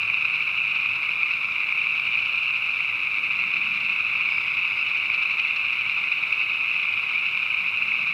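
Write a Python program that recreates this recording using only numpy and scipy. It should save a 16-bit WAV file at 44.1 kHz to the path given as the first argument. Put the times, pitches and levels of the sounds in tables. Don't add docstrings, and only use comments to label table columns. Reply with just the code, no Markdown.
import sys
import numpy as np
from scipy import signal
from scipy.fft import rfft, irfft, next_fast_len
from scipy.io import wavfile

SR = 44100
rng = np.random.default_rng(int(sys.argv[2]) if len(sys.argv) > 2 else 0)


def transcribe(u):
    v = np.clip(np.atleast_2d(u).T, -1, 1)
    q = np.round(v * 32767).astype(np.int16)
    wavfile.write(sys.argv[1], SR, q)


N = 358533
TIME = np.arange(N) / SR
PULSE_TIME = np.arange(-200, 280) / SR
TURN_S = .038


def near_frogs(count=3, pulse_gap_s=.0066, flank_db=-3.5, effort_db=1.2, uneven_db=2.0,
               size_spread=0.016, pitch_spread=0.029, bright_db=-0.5, bright_spread_db=3.0,
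               croak_db=-2.0, overtone_db=26.5):
    # start of the main pulse in seconds,
    # peak level in dB before the croak trim, vocal sac pitch in Hz, overtone level in dB before the overtone lift.
    loud_croaks = [(0.0315, -12.5, 2558, -37), (0.0994, -10.5, 2430, -43), (0.142, -10.5, 2530, -37),
                   (0.252, -8.5, 2540, -37), (0.3567, -16.5, 2483, -36), (0.7634, -10.5, 2490, -42),
                   (0.8599, -10.5, 2470, -38.5), (0.906, -18, 2480, -42), (1.0915, -13, 2470, -42),
                   (1.231, -11, 2417, -37), (1.3357, -13.5, 2590, -41), (1.6031, -13, 2510, -39),
                   (1.7237, -11.5, 2360, -40), (1.8163, -12.5, 2450, -38), (1.8695, -11, 2450, -40),
                   (1.9974, -12, 2439, -33), (2.153, -12, 2430, -43), (2.3458, -13.5, 2490, -40),
                   (2.5061, -14, 2620, -39), (2.5434, -15.5, 2400, -41), (2.805, -12.5, 2400, -46),
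                   (3.1837, -11.5, 2360, -39.5), (3.3073, -12.5, 2510, -40), (3.5369, -12, 2550, -41),
                   (3.5668, -11, 2580, -43), (3.6132, -17, 2395, -43), (3.8981, -11, 2500, -40),
                   (3.9611, -14.5, 2480, -43.5), (4.0058, -14.5, 2530, -44), (4.1562, -10.5, 2420, -40.5),
                   (4.2084, -10.5, 2480, -44), (4.2887, -14, 2370, -38.5), (4.3207, -13.5, 2420, -37),
                   (4.3819, -10.5, 2400, -40.5), (4.5106, -20, 2550, -42), (4.6504, -12, 2420, -38),
                   (4.9135, -11, 2430, -43), (5.1002, -11, 2380, -40), (5.2565, -10.5, 2520, -39),
                   (5.4486, -12, 2480, -43), (5.8959, -11, 2430, -37), (6.1176, -12, 2410, -35),
                   (6.325, -10, 2580, -34.5), (6.7134, -14.5, 2660, -43), (7.1145, -12, 2520, -41.5),
                   (7.3734, -12, 2510, -38.5), (7.4291, -12.5, 2530, -37.5), (7.4626, -13, 2440, -39),
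                   (7.5438, -12, 2490, -42), (7.9186, -13, 2300, -45), (8.073, -10.5, 2490, -36)]
    pulse_rise_s = 0.0017975
    note_db, note_sac_hz = -18.5, 2490
    croak_s, peak_db, sac_hz, overtones_db = np.transpose(loud_croaks)
    note_s, loud = take_turns(croak_s + pulse_rise_s)

    middle = count // 2
    beat = np.arange(count) - middle
    effort, size, tempo, colour = np.tanh(rng.standard_normal((4, len(note_s), 1)))
    strength, bend = rng.standard_normal((2, len(note_s), count))
    times = note_s[:, None] + beat * pulse_gap_s * (1 + 0.403 * tempo)
    flanks_db = np.abs(beat) * (flank_db + uneven_db * np.tanh(strength))
    level_db = note_db + effort_db * effort + flanks_db
    hz = note_sac_hz * np.exp(size_spread * size + pitch_spread * bend)
    brightness_db = np.repeat(bright_db + bright_spread_db * colour, count, axis=1)

    level_db[loud, middle] = peak_db + croak_db
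    hz[loud, middle] = sac_hz
    brightness_db[loud, middle] = overtones_db - peak_db + overtone_db
    return pulses(times.ravel(), level_db.ravel(), hz.ravel() / 2, brightness_db.ravel(), rasp_db=-27)


def take_turns(loud_s, unsteady=.42):
    anchors = np.concatenate([[-TURN_S], loud_s, [N / SR + TURN_S]])
    turns_between = np.maximum(np.round(np.diff(anchors) / TURN_S), 1)
    turn_at = np.concatenate([[0], np.cumsum(turns_between)]).astype(int)
    slip = unsteady * rng.uniform(-1, 1, turn_at[-1] + 1)
    slip[turn_at] = 0
    return np.interp(np.arange(len(slip)) + slip, turn_at, anchors), turn_at[1:-1]


def harsh_frog(count=13, pulse_gap_s=.005, uneven_db=4.5, pitch_spread=.03):
    start_s, note_gap_s = 4.89, .084
    typical_db, sac_hz, overtone_lift_db = -23.5, 2660, 6
    note_s = start_s + note_gap_s * np.arange(count)[:, None]
    times = (note_s + pulse_gap_s * np.arange(2)).ravel()
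    strength, bend = rng.standard_normal((2, len(times)))
    hz = sac_hz * np.exp(pitch_spread * bend)
    brightness_db = np.full(len(times), overtone_lift_db)
    return pulses(times, typical_db + uneven_db * strength, hz / 2, brightness_db, rasp_db=-24)


def crowd(count=22, notes_per_s=12.0, pulse_gap_s=.008, pitch_spread=0.058, level_spread_db=1.0,
          fade_db=1.53, gain_db=-2.5, sharp=0.011):
    # time in seconds, level in dB before gain_db,
    # central vocal sac pitch in Hz before the slight sharpening.
    crowd_drift = [(0.3, -25.5, 2504), (0.34, -24.5, 2483), (1.58, -25, 2444), (2.38, -24, 2535),
                   (3.11, -26, 2450), (3.36, -24, 2453), (7.83, -25, 2490), (8.0, -24, 2497)]
    times, level_db, detune = [], [], []
    note, beat = np.arange(140)[:, None], np.arange(3)
    for rank in np.linspace(-1, 1, count):
        tempo, rattle, start = rng.uniform(-1, 1, 3)
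        timing, effort, bend = rng.standard_normal((3, len(note), 1))
        note_count = note + start - 2 + .15 * np.cumsum(timing, axis=0)
        onsets = note_count / (notes_per_s * (1 + .2 * tempo))
        loose_beat = beat + .1 * rng.standard_normal((len(note), len(beat)))
        times.append(onsets + loose_beat * pulse_gap_s * (1 + .3 * rattle))
        level_db.append(level_spread_db * effort - fade_db * beat)
        note_detune = pitch_spread * (1.41 * rank + 0.96 * np.tanh(bend))
        detune.append(np.repeat(note_detune, len(beat)))
    times, level_db, detune = np.ravel(times), np.ravel(level_db), np.ravel(detune)
    crowd_db, sac_hz = at_times(crowd_drift, times)
    brightness_db = rng.normal(-1.2, 3.7, len(times))
    hz = sac_hz / 2 * np.exp(detune + sharp)
    return pulses(times, crowd_db + gain_db + level_db, hz, brightness_db, rasp_db=-24.0)


def pulses(times, level_db, hz, bright_db, rasp_db, onset_sharp=0.022):
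    # multiple of the fundamental, relative level in dB,
    # half length in seconds, lead before the sac's peak in seconds.
    pulse_partials = [(1, -15.5, 0.00076, 0.0034), (2, 1, 0.0011, 0), (3, -23.5, 0.0012, 0.0013),
                      (4, -36.5, 0.0011, 0.00081)]
    # frequency in Hz, relative density in dB per Hz.
    rasp_spectrum = [(500, -20.5), (900, -6), (1800, 1.5), (3400, 6), (4400, -2.5), (5400, -9.5),
                     (6300, -19.5), (8000, -27.5), (12000, -41)]
    cycles = (hz[:, None] * PULSE_TIME + rng.random((len(times), 1))).astype(np.float32)
    gain, bright = from_db(level_db)[:, None], from_db(bright_db)[:, None]
    tone = 0
    for k, (multiple, db, half_s, lead_s) in enumerate(pulse_partials):
        strength = gain * from_db(db) * (bright if k > 1 else 1)
        pitch = round(multiple) * (1 if k == 1 else 1 + onset_sharp)
        tone = tone + strength * swell(half_s, lead_s) * np.sin(np.float32(2 * np.pi * pitch) * cycles)
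    airflow_power = place(times, (gain * bright * swell(half_s=0.0013, lead_s=.0012)) ** 2)
    rasp = from_db(rasp_db) * np.sqrt(airflow_power) * noise(rasp_spectrum)
    return place(times, tone) + rasp


def swell(half_s, lead_s, skew=0.22):
    t = PULSE_TIME + lead_s
    width_s = half_s * (1 + np.clip(skew, 0, .6) * np.tanh(t / half_s))
    return np.exp(-.5 * (t / width_s) ** 2)


def place(times, shapes):
    at = (np.round(times * SR)[:, None] + np.round(PULSE_TIME * SR)).astype(int)
    inside = (at >= 0) & (at < N)
    return np.bincount(at[inside], shapes[inside], N)


def forest(x, t60=0.88, delay_s=.05, dull_hz=4500, count=10, turn_s=.03):
    t = TIME[:SR]
    x = np.concatenate([x[-SR:], x])
    turns, out = np.arange(len(x)) / SR / turn_s, 0
    for spot in range(count):
        share = np.sin(np.pi / 2 * np.minimum((turns - spot) % count, 2))
        echo = rng.standard_normal(SR) * from_db(-60 * t / t60) * (1 - np.exp(-t / delay_s))
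        out = out + signal.fftconvolve(x * share, echo / np.linalg.norm(echo))
    return signal.sosfilt(signal.butter(2, dull_hz, fs=SR, output="sos"), out)[SR:SR + N]


def thin_call():
    # peak in seconds, level in dB, rise in dB per second, fall in dB per second.
    call_swells = [(4.315, -53.5, 400, 35), (4.815, -54, 90, 400)]
    outlines_db = [db - np.maximum(rise * (s - TIME), fall * (TIME - s)) for s, db, rise, fall in call_swells]
    return from_db(np.max(outlines_db, axis=0)) * wavering_tone(hz=4930, width_hz=140)


def rumble(width_hz=51, swell_width_hz=45):
    # peak in seconds, level in dB, half length in seconds, centre in Hz.
    far_swells = [(0.498, -57, .45, 150.2), (2.1, -60.5, .45, 150), (3.45, -58.5, 0.31, 304.7),
                  (3.66, -50.5, .21, 190), (4.25, -56.5, .3, 130), (4.6, -64, .7, 351),
                  (8.1, -53.5, .38, 188)]
    steady_db = -59
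    steady = wavering_tone(158.4, width_hz) + from_db(-11.5) * wavering_tone(325, width_hz=18)
    swells = 0
    for s, db, half_s, hz in far_swells:
        outline = np.exp(-.5 * ((TIME - s) / half_s) ** 2)
        swells = swells + from_db(db) * outline * wavering_tone(hz, swell_width_hz)
    return from_db(steady_db) * steady + swells


def background(hum_fade_db_per_s=.55):
    # frequency in Hz, relative density in dB per Hz.
    air_spectrum = [(20, -12), (45, -7), (100, -0.5), (330, -2), (600, -2.5), (1500, 1), (4000, -12.5),
                    (7000, -21), (10000, -22.5), (15500, -24)]
    hum_start_db, air_db = -61, -49
    hum = from_db(hum_start_db - hum_fade_db_per_s * TIME) * wavering_tone(hz=99.3, width_hz=7)
    return rumble() + hum + from_db(air_db) * noise(air_spectrum)


def wavering_tone(hz, width_hz):
    lowpass = signal.butter(2, width_hz, fs=SR, output="sos")
    wander = signal.sosfilt(lowpass, rng.standard_normal((2, N + SR)))[:, SR:]
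    phase = 2 * np.pi * np.cumsum(hz * np.ones(N)) / SR
    return rms_one(wander[0] * np.cos(phase) + wander[1] * np.sin(phase))


def noise(spectrum):
    hz, db = np.transpose(spectrum)
    size = next_fast_len(N)
    bins = np.maximum(np.fft.rfftfreq(size, 1 / SR), 1)
    gain = from_db(np.interp(np.log(bins), np.log(hz), db))
    return rms_one(irfft(rfft(rng.standard_normal(size)) * gain, size)[:N])


def at_times(rows, times):
    s, *columns = np.transpose(rows)
    return [np.interp(times, s, c) for c in columns]


def rms_one(x):
    return x / np.sqrt(np.mean(x ** 2) + 1e-20)


def from_db(db):
    return 10 ** (np.asarray(db) / 20)


def scene():
    frogs = near_frogs() + harsh_frog() + crowd()
    echo = from_db(-3.5) * forest(frogs)
    return (frogs + echo + thin_call() + background())[None]


def record(dry, cutoff_hz=15750):
    return signal.sosfilt(signal.ellip(12, .1, 90, cutoff_hz, fs=SR, output="sos"), dry)


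dry = scene()
out = record(dry)
transcribe(out)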